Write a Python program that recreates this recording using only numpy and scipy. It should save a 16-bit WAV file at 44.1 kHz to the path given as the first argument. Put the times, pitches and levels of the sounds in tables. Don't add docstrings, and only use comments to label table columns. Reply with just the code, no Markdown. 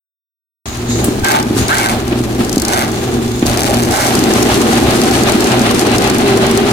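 import sys
import numpy as np
from scipy import signal
from scipy.fft import rfft, irfft, next_fast_len
from scipy.io import wavfile
from scipy.ndimage import uniform_filter1d, map_coordinates

SR = 44100
rng = np.random.default_rng(int(sys.argv[2]) if len(sys.argv) > 2 else 0)


def unload_wav(signal):
    wavfile.write(
        sys.argv[1],
        SR,
        np.round(np.clip(np.atleast_2d(signal).T, -1, 1) * 32767).astype(np.int16),
    )


N = 296352
TIME = np.arange(N) / SR
START_S, TURN_S = 0.656, 0.388
TAPE_LAG_MS = 0.476
TUG_FALL_S = 0.075


def amp(db):
    return 10 ** (np.asarray(db) / 20)


def unit(x):
    return x / np.sqrt(np.mean(x ** 2) + 1e-20)


def along(points, hz):
    freqs, values = np.transpose(points)
    return np.interp(np.log(hz + 1), np.log(freqs + 1), values)


def curves(rows, period=None):
    times, *columns = np.transpose(rows)
    return [np.interp(TIME, times, column, period=period) for column in columns]


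def swells(rows, fall_s, late_s=0):
    t = TIME - late_s
    ramps = [np.minimum((t - s) / rise, 1 - (t - s - rise - hold) / fall_s) for s, rise, hold, *_ in rows]
    return np.clip(ramps, 0, 1)


def lifts(rows, fall_s, late_s=0):
    return np.transpose(rows)[3:] @ swells(rows, fall_s, late_s)


def wobble(rate):
    return map_coordinates(rng.standard_normal(N // 8), [TIME * rate], mode="wrap")


def grains(rate, spread_db):
    sizes = amp(spread_db * np.clip(rng.standard_normal(N), -2, 2)) * np.sign(rng.standard_normal(N))
    return sizes * (rng.random(N) < rate / SR)


def filtered(x, response):
    size = 2 * next_fast_len(N // 2 + SR // 4)
    return irfft(rfft(x, size) * response(np.fft.rfftfreq(size, 1 / SR)), size)[..., :N]


def coloured(x, spectrum):
    def response(hz):
        cepstrum = irfft(np.log(amp(along(spectrum, hz))))
        cepstrum[1:len(cepstrum) // 2] *= 2
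        cepstrum[len(cepstrum) // 2 + 1:] = 0
        return np.exp(rfft(cepstrum))
    return filtered(x, response)


def resonate(x, modes):
    def response(hz):
        return sum((-1) ** k * amp(db) * 1j * hz * width / (centre ** 2 - hz ** 2 + 1j * hz * width)
                   for k, (centre, width, db) in enumerate(modes))
    return filtered(x, response)


def steadied(x, seconds):
    power = np.abs(uniform_filter1d(np.mean(unit(x) ** 2, axis=0), int(seconds * SR)))
    return unit(x / np.sqrt(power + 0.017))


def lagged(x, lag_ms):
    return np.array([x, np.roll(x, round(lag_ms * SR / 1000))])


def panned(pair, pan_db):
    return pair * amp([[pan_db / 2], [-pan_db / 2]])


def spread(make, lag_ms, apart_db, pan_db):
    common = lagged(make(), lag_ms)
    return panned(common + amp(apart_db) * np.array([make(), make()]), pan_db)


def scattered(clicks, pan_db, scatter_db, t60):
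    decay = amp(-120 * np.arange(SR // 12) / SR / t60)
    power = np.abs(signal.fftconvolve(clicks ** 2, decay / decay.sum())[:N])
    splash = np.sqrt(power) * rng.standard_normal((3, N))
    direct = lagged(clicks + splash[2], TAPE_LAG_MS)
    return panned(direct + amp(scatter_db) * splash[:2], pan_db)


# (time [s], modulation depth [0-1])
EVENNESS = [(3.95, 0), (4.3, 0.7)]
# (time into the turn [s], tape pull [dB], guards [dB], rollers [dB], motor load [dB])
TURN_CYCLE = [(.03, 1.5, 0, 3, -10), (.115, 4, 3.5, -1, 6), (0.182, -1.5, -1.5, 3.9, -4),
              (.23, 6.5, 7, -2.5, 1.5), (.27, 3.5, 2, -1, 2), (.32, 0, -12.5, 3.5, -11.5),
              (.37, 0.5, 2, 1, -3.5)]
def turn_db(part):
    swings = dict(zip(["pull", "guards", "rollers", "motor"], curves(TURN_CYCLE, TURN_S)))
    return curves(EVENNESS)[0] * swings[part]


# (time [s], rise [s], hold [s], then the lift of
# rumble [dB], rollers [dB], guards [dB], rasp [dB], crackle [dB])
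RING_LURCHES = [(1.0, 0.021, 0.02, 5, -0.5, 6.5, 2, 0), (1.15, 0.053, 0.018, 10.5, -1.5, 1, 0.5, -3),
                (1.54, 0.034, 0.046, 10, 1.5, -1, 4.5, 11), (1.9, 0.015, 0.061, 5.5, 0.5, 7, 1.5, 2),
                (2.1, 0.017, 0.018, -2, 2.5, 7.5, 3.5, -1), (2.38, .02, 0.018, 2, 4, 6, 4.5, 3.5),
                (3.445, .015, 0.033, 10.5, 2.5, 1, 0.5, 10), (3.66, 0.033, 0.026, 4, 0, 5.5, -0.5, -0.5),
                (3.87, 0.02, .03, 5, 2, 5.5, 1.5, -2.5), (4.5, .02, 0.019, 6, -0.5, 0, 1, 2),
                (4.82, .03, 0.026, 9, -0.5, 1.5, -1.5, -0.5), (5.49, 0.026, 0.028, 4, -0.5, 1.5, 1.5, -1.5)]
def lurch_db(part):
    column = ["rumble", "rollers", "guards", "rasp", "crackle"].index(part)
    return lifts(RING_LURCHES, fall_s=0.057)[column]


# (time [s], rise [s], hold [s], rasp lift [dB], crackle lift [dB], slip lift [dB],
# guard lift [dB], rumble drop [dB], roller drop [dB], squawk level [dB])
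TAPE_TUGS = [(1.234, .012, 0.12, 11.5, 6, 17.5, 9, 7, 0.5, -20.5),
             (1.675, .02, .2, 6.5, 7, 15, 4, 3, 0.5, -20.5), (2.6, .13, .09, 8, 5, 13.5, 10, 0, 0.5, -20.5),
             (3.89, 0.048, 0.12, 2.5, 3.5, 3.5, 4.5, 0.5, 6.5, -19.5)]
def tug_db(part, late_s=0):
    column = ["rasp", "crackle", "slip", "guards", "rumble", "rollers"].index(part)
    return lifts(TAPE_TUGS, TUG_FALL_S, late_s)[column]


# (time [s], relative rasp [dB], relative crackle [dB])
TAPE_FEED = [(.66, -34.5, -35), (.85, -35, -36.5), (1.0, -31.5, -30.5), (1.22, -35, -34.5),
             (1.5, -34, -35.5), (1.66, -30, -36.5), (2.05, -33, -34), (2.28, -34, -34.5),
             (2.88, -32.5, -32), (3.04, -31, -30), (3.2, -33, -33.5), (3.41, -36.5, -32),
             (3.48, -26, -32.5), (3.76, -25.5, -27), (3.86, -30, -27.5), (4.15, -26, -24.5),
             (5.15, -25, -25), (6.72, -26, -29)]
def peel_db():
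    rasp_db, crackle_db = curves(TAPE_FEED)
    rasp_db += tug_db("rasp") + lurch_db("rasp") + turn_db("pull")
    crackle_db += tug_db("crackle") + lurch_db("crackle") + 0.083 * turn_db("pull")
    return rasp_db, crackle_db


# (frequency [Hz], reverberation time [s])
HALL_T60 = [(150, 0.38), (1500, 0.59), (6000, 0.089), (15000, 0.05)]
def hall(x):
    hz, t, noise = signal.stft(rng.standard_normal((2, SR // 2)), SR, nperseg=256)
    decay = amp(-60 * t / along(HALL_T60, hz)[:, None])
    tail = signal.istft(noise * decay, SR, nperseg=256)[1]
    return signal.fftconvolve(x, tail / np.linalg.norm(tail[0]), axes=1)[:, :N]


# (frequency [Hz], bandwidth [Hz], gain [dB])
OUTLET_MODES = [(3620, 100, -2.5), (3900, 580, -4.5), (6680, 89, 1), (6800, 260, -21), (6900, 630, -3.5)]
# (time [s], rise [s], hold [s], lift [dB])
AIR_PUFFS = [(.64, 0.014, .03, 18), (.85, 0.067, 0.062, 21.5), (1.56, 0.043, .02, 22.5),
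             (2.9, .06, .05, 14), (3.25, 0.1, .03, 15)]
# (frequency [Hz], gain [dB])
SPIT_SPECTRUM = [(4000, -30), (6800, -15), (8300, 2), (8900, -9), (10000, -5), (12500, -10), (16000, -12)]
def air():
    leak_db = -47.5 + lifts(AIR_PUFFS, fall_s=0.31)[0]
    hiss = amp(leak_db) * unit(resonate(rng.standard_normal((2, N)), OUTLET_MODES))
    age = TIME - 1.043
    burst = amp(-10.5 - 60 * np.abs(age) / 0.028)
    tail = amp(-20.5 - 60 * np.abs(age) / 0.26)
    spit = unit(coloured(rng.standard_normal((2, N)), SPIT_SPECTRUM))
    return hiss + (age > 0) * (burst + tail) * spit


# (frequency [Hz], bandwidth [Hz], gain [dB])
WHINE_BAND = [(3490, 83, 0)]
# (time [s], rise [s], hold [s], level [dB])
WHINE_ENVELOPE = [(2.8, .15, .45, -41)]
def whine():
    level = amp(np.transpose(WHINE_ENVELOPE)[-1]) @ swells(WHINE_ENVELOPE, fall_s=0.31)
    return level * unit(resonate(rng.standard_normal((2, N)), WHINE_BAND))


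# (frequency [Hz], relative level [dB])
HUM_PARTIALS = [(59.3, -10), (119, -0.5), (240.5, -3), (356, -6.5)]
# (time [s], relative level [dB])
MOTOR_LOAD = [(.66, -32), (.73, -40), (.78, -27), (.97, -16.5), (1.2, -32), (1.57, -22.5), (1.85, -27.5),
              (2.2, -20), (2.6, -32), (2.9, -25), (3.3, -22), (3.62, -24), (3.8, -18), (4.0, -27),
              (4.3, -22.5), (6.72, -22)]
def motor():
    hum = np.zeros(N)
    for hz, db in HUM_PARTIALS:
        peak = np.sqrt(2) * amp(db + 0.67 * wobble(9.6))
        hum += peak * np.sin(2 * np.pi * hz * TIME + 0.97 * wobble(12))
    return amp(curves(MOTOR_LOAD)[0] + turn_db("motor") - 0.5) * hum


# (frequency [Hz], gain [dB])
FRAME_SPECTRUM = [(15, -13), (30, -33), (42, -16), (56, -9.5), (95, -7.5), (160, -15.5), (260, -13.5),
                  (600, -51)]
def frame():
    shake = spread(lambda: grains(900, 6.4), lag_ms=0.13, apart_db=-11, pan_db=0)
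    level_db = -26 + lurch_db("rumble") - tug_db("rumble")
    return amp(level_db) * steadied(coloured(shake, FRAME_SPECTRUM), 0.1)


# (frequency [Hz], bandwidth [Hz], gain [dB])
GUARD_MODES = [(563, 107, -2.5), (630, 40, 1), (648, 17.6, 3), (763, 71, 2.5), (868, 59, -6.5)]
def guards():
    rattle = spread(lambda: grains(1500, 3.4), lag_ms=0.17, apart_db=-13, pan_db=-0.5)
    feed_db = curves(TAPE_FEED)[0] + 25
    pulled_db = 1.21 * feed_db + tug_db("guards", late_s=0.012)
    spin_up_db = np.interp(TIME, [START_S, START_S + 0.4], [-5, 0])
    level_db = -21.5 + pulled_db + lurch_db("guards") + turn_db("guards") + spin_up_db
    return amp(level_db) * steadied(resonate(rattle, GUARD_MODES), 0.068)


# (frequency [Hz], bandwidth [Hz], gain [dB])
RING_BENDING_MODES = [(217.8, 49.5, -0.5), (245.2, 36, 2)]
# (frequency [Hz], bandwidth [Hz], gain [dB])
RING_UPPER_MODES = [(312.2, 30, -3.5), (354, 20, -1), (398, 32, -4.5), (484, 16, -4)]
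# (frequency [Hz], gain [dB])
ROLLING_SPECTRUM = [(70, -36), (130, -3), (175, -6), (215, -2.5), (400, -0.5), (500, -8.5), (800, -16.5),
                    (2000, -60)]
# (time [s], relative level [dB])
ROLLING_LEVEL = [(.66, -31.5), (.8, -26.5), (.98, -15.5), (1.14, -16), (1.22, -19.5), (1.53, -15),
                 (1.7, -20), (2.05, -19.5), (2.25, -17.5), (2.5, -17.5), (3.05, -18), (3.17, -14),
                 (3.38, -20.5), (3.55, -17), (3.88, -13), (4.02, -13), (4.27, -12), (6.72, -14)]
def rollers():
    level_db = curves(ROLLING_LEVEL)[0] + lurch_db("rollers") + turn_db("rollers") - tug_db("rollers")
    patter = spread(lambda: grains(700, 2.9), lag_ms=0.31, apart_db=-17.5, pan_db=0)
    contacts = spread(lambda: grains(1500, 4.7), lag_ms=0.29, apart_db=-12.5, pan_db=3)
    bending = unit(resonate(patter, RING_BENDING_MODES))
    upper = amp(0.061 * (level_db + 12)) * unit(resonate(patter, RING_UPPER_MODES))
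    ringing = unit(coloured(bending + upper, ROLLING_SPECTRUM))
    broadband = amp(-5.5) * unit(coloured(contacts, ROLLING_SPECTRUM))
    return amp(level_db - 1) * steadied(ringing + broadband, 0.052)


# (time [s], level [dB])
DRONE_LEVEL = [(3.9, -60), (4.3, -35), (6.1, -23), (6.3, -16), (6.72, -18.5)]
def drone():
    mode = [(397, 20, 0)]
    singing = spread(lambda: resonate(resonate(grains(550, 2.4), mode), mode),
                     lag_ms=0.12, apart_db=-15, pan_db=0.5)
    return amp(curves(DRONE_LEVEL)[0]) * steadied(singing, 0.015)


# (time [s], relative blow level [dB], clack level [dB])
RING_KNOCKS = [(1.083, -11, -45), (1.508, -14.5, -50), (1.567, -15, -42), (2.126, -19, -22),
               (2.205, -19, -45), (2.392, -18, -42), (2.408, -16, -20), (2.57, -10, -37),
               (3.426, -10.5, -16), (3.454, -15, -35), (5.354, -16, -45)]
# (frequency [Hz], gain [dB])
PAD_SPECTRUM = [(300, -1.5), (600, -7), (1200, -17), (4000, -40)]
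def knocks():
    blows, clack_level = np.zeros((2, N))
    for s, blow_db, clack_db in RING_KNOCKS:
        blows[round(s * SR)] = amp(blow_db)
        clack_level += (TIME > s) * amp(clack_db - 60 * np.abs(TIME - s) / 0.062)
    thud_modes = [(70, 22, -16), (127, 150, 1.5), (273, 91, 19), (700, 600, -53)]
    clack_modes = [(1200, 600, 3), (2510, 660, 4), (3770, 910, -3)]
    thud = coloured(resonate(blows, thud_modes), PAD_SPECTRUM)
    clack = unit(resonate(rng.standard_normal((2, N)), clack_modes))
    return amp(36.5) * thud + clack_level * clack


# (frequency [Hz], bandwidth [Hz], gain [dB])
SCRAPE_MODES = [(2080, 400, -1), (2760, 200, 3), (3840, 460, -2)]
def scrape():
    rubbing = spread(lambda: resonate(grains(2500, 4.5), SCRAPE_MODES), lag_ms=0.29, apart_db=0, pan_db=6)
    level_db = -38 + 4.4 * turn_db("pull") + 3.9 * wobble(30)
    return curves(EVENNESS)[0] * amp(level_db) * unit(rubbing)


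# (frequency [Hz], gain [dB])
SIZZLE_SPECTRUM = [(6000, -26), (9500, -31), (12000, 5), (14500, 6), (16000, -3)]
def sizzle():
    slips_per_s, _ = stick_slip()
    _, crackle_db = peel_db()
    fade_db = 6 * (slips_per_s / 300) ** 4
    ticks = spread(lambda: grains(2500, 4), lag_ms=TAPE_LAG_MS, apart_db=7, pan_db=3)
    return amp(crackle_db - 10.5 - fade_db) * unit(coloured(ticks, SIZZLE_SPECTRUM))


# (time [s], duration [s], first pitch [Hz], middle pitch [Hz], last pitch [Hz], relative level [dB])
TAPE_SQUEALS = [(1.229, .1, 1516, 1595, 1450, -17.5), (1.234, 0.019, 785, 795, 805, -15.5),
                (1.29, 0.13, 819, 870, 855, -15), (1.336, 0.077, 1585, 1600, 1520, -33),
                (1.688, .05, 1520, 1630, 1860, -16.5), (1.705, .045, 1256, 1480, 1620, -13.5),
                (1.73, 0.065, 1825, 1970, 2100, -26), (1.753, 0.068, 1510, 1565, 1440, -20),
                (1.785, .075, 2144, 2255, 1980, -25), (1.85, 0.037, 1610, 1547, 1480, -17.5),
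                (2.72, 0.057, 1545, 1495, 1450, -23)]
def squeals():
    voice = np.zeros(N)
    flutter_db, jitter = 1.6 * wobble(150), 0.42 * wobble(220)
    for s, length, *arch_hz, db in TAPE_SQUEALS:
        at = np.arange(round(s * SR), round((s + length) * SR))
        progress = np.linspace(0, 1, len(at))
        pitch_hz = np.polyval(np.polyfit([0, 0.5, 1], arch_hz, 2), progress)
        phase = 2 * np.pi * np.cumsum(pitch_hz) / SR + jitter[at]
        swell = np.sqrt(2 * np.abs(np.sin(np.pi * progress)))
        voice[at] += swell * amp(db + flutter_db[at]) * np.sin(phase)
    return lagged(voice, TAPE_LAG_MS)


# (frequency [Hz], bandwidth [Hz], gain [dB])
SPAN_MODES = [(814, 96, -1.5), (1540, 130, -5.5), (2150, 120, -7)]
def squawks():
    strength = amp(np.transpose(TAPE_TUGS)[-1]) @ swells(TAPE_TUGS, TUG_FALL_S) ** 2
    ringing = spread(lambda: resonate(grains(1500, 0.88), SPAN_MODES),
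                     lag_ms=TAPE_LAG_MS, apart_db=-10.5, pan_db=-4.5)
    return strength * steadied(ringing, 0.011)


# (time [s], relative level [dB])
LOUD_SNAPS = [(1.2457, -13), (1.2844, -11.5), (1.318, -10), (1.3994, -17), (1.4276, -16.5), (1.682, -11),
              (1.743, -17), (1.783, -9.5), (2.4483, -17.5), (2.4944, -13.5), (2.5184, -21), (2.5284, -11),
              (2.559, -13.5), (2.58, -10), (2.5987, -12), (2.6194, -7.5), (2.6505, -10), (2.6824, -9.5),
              (2.7608, -22), (2.7917, -15), (2.8795, -23), (2.9169, -21), (3.466, -9.5), (3.5734, -12),
              (3.6053, -12), (3.633, -11), (3.7437, -13.5), (4.1518, -8), (4.191, -10.5), (4.2388, -12),
              (4.426, -12), (4.5432, -11), (4.6156, -14), (4.9074, -12.5), (5.016, -11), (5.2349, -12.5),
              (5.296, -12), (5.321, -11), (5.4063, -11.5), (5.443, -12.5), (5.594, -12.5), (5.7116, -12.5),
              (5.7938, -8.5), (5.868, -14), (5.983, -9), (6.075, -15), (6.1, -11), (6.146, -18),
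              (6.184, -14), (6.3731, -13.5), (6.466, -15), (6.5122, -14), (6.5746, -8.5)]
# (frequency [Hz], gain [dB])
SNAP_SPECTRUM = [(2000, -40.5), (4200, -0.5), (6000, 1), (8500, -2.5), (12000, -6.5), (16000, -17)]
def snaps():
    _, crackle_db = curves(TAPE_FEED)
    clicks = grains(rate=6.4, spread_db=1) * amp(crackle_db + 11.5)
    for s, db in LOUD_SNAPS:
        clicks[round(s * SR)] += amp(db)
    splash = scattered(clicks, pan_db=6, scatter_db=12, t60=0.02)
    return amp(12) * coloured(splash, SNAP_SPECTRUM) + amp(-27.5) * coloured(splash, RASP_SPECTRUM)


# (time [s], slip rate [1/s], relative slip level [dB])
GLUE_SLIPS = [(.66, 59.2, -13.5), (3.4, 48.8, -8), (3.6, 103, 4.5), (4.05, 167, -7.5), (4.4, 238, -7.5),
              (6.7, 370, -11)]
def stick_slip(tug_slips_per_s=132):
    rate, slip_db = curves(GLUE_SLIPS)
    taut = swells(TAPE_TUGS, TUG_FALL_S).sum(axis=0)
    return rate + taut * (tug_slips_per_s - rate), slip_db + tug_db("slip")


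# (frequency [Hz], gain [dB])
RASP_SPECTRUM = [(350, -31.5), (600, 0.5), (900, 4.5), (1150, 5), (1550, 2.5), (1850, 1), (2200, 0.5),
                 (3000, -1), (4200, -3), (5500, -12), (9000, -27)]
# (frequency [Hz], gain [dB])
CRACKLE_SPECTRUM = [(1200, -27), (3000, -5), (4500, 2.5), (6100, 4.5), (8000, 2), (10000, 1), (12500, -5),
                    (14000, -23), (16000, -27)]
def tape():
    rasp_db, crackle_db = peel_db()
    rate, slip_db = stick_slip()
    uneven_rate = rate * np.exp(0.35 * wobble(110))
    slip_count = np.floor(np.cumsum(uneven_rate) / SR)
    sizes = amp(3 * np.clip(rng.standard_normal(N), -2, 2)) * np.sqrt(SR / rate)
    slips = np.diff(slip_count, prepend=0) * sizes
    cracks = scattered(slips, pan_db=2, scatter_db=-6.5, t60=0.0098)
    strands = spread(lambda: grains(2500, 4.3), lag_ms=TAPE_LAG_MS, apart_db=17, pan_db=1)
    fibres = spread(lambda: grains(5000, 6.4), lag_ms=TAPE_LAG_MS, apart_db=31, pan_db=5)
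    flutter = amp(2.25 * wobble(45))
    rasp = flutter * unit(coloured(strands, RASP_SPECTRUM))
    rasp += amp(slip_db - 3.5) * unit(coloured(cracks, RASP_SPECTRUM))
    crackle = flutter * unit(coloured(fibres, CRACKLE_SPECTRUM))
    crackle += amp(slip_db + 2) * unit(coloured(cracks, SNAP_SPECTRUM))
    return amp(rasp_db + 5.5) * steadied(rasp, 0.053) + amp(crackle_db + 0.5) * crackle


# (frequency [Hz], left over right [dB])
TAPE_STEREO_BALANCE = [(700, -0.5), (1250, -4), (2300, 1.3), (4400, -1.5), (8000, -0.5), (14000, -2)]
def scene():
    peeling = tape() + sizzle() + snaps() + squawks() + squeals() + scrape()
    peeling = filtered(peeling, lambda hz: amp(np.outer([0.5, -0.5], along(TAPE_STEREO_BALANCE, hz))))
    machine = motor() + frame() + rollers() + guards() + drone() + knocks() + air() + whine()
    return machine + peeling + amp(-16) * hall(peeling)


def record(dry, top_hz=15900):
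    gated = dry * np.clip((TIME - START_S) / 0.002, 0, 1)
    rounded = gated / (1 + gated ** 8) ** (1 / 8)
    return filtered(rounded, lambda hz: hz < top_hz)


dry = scene()
out = record(dry)
unload_wav(out)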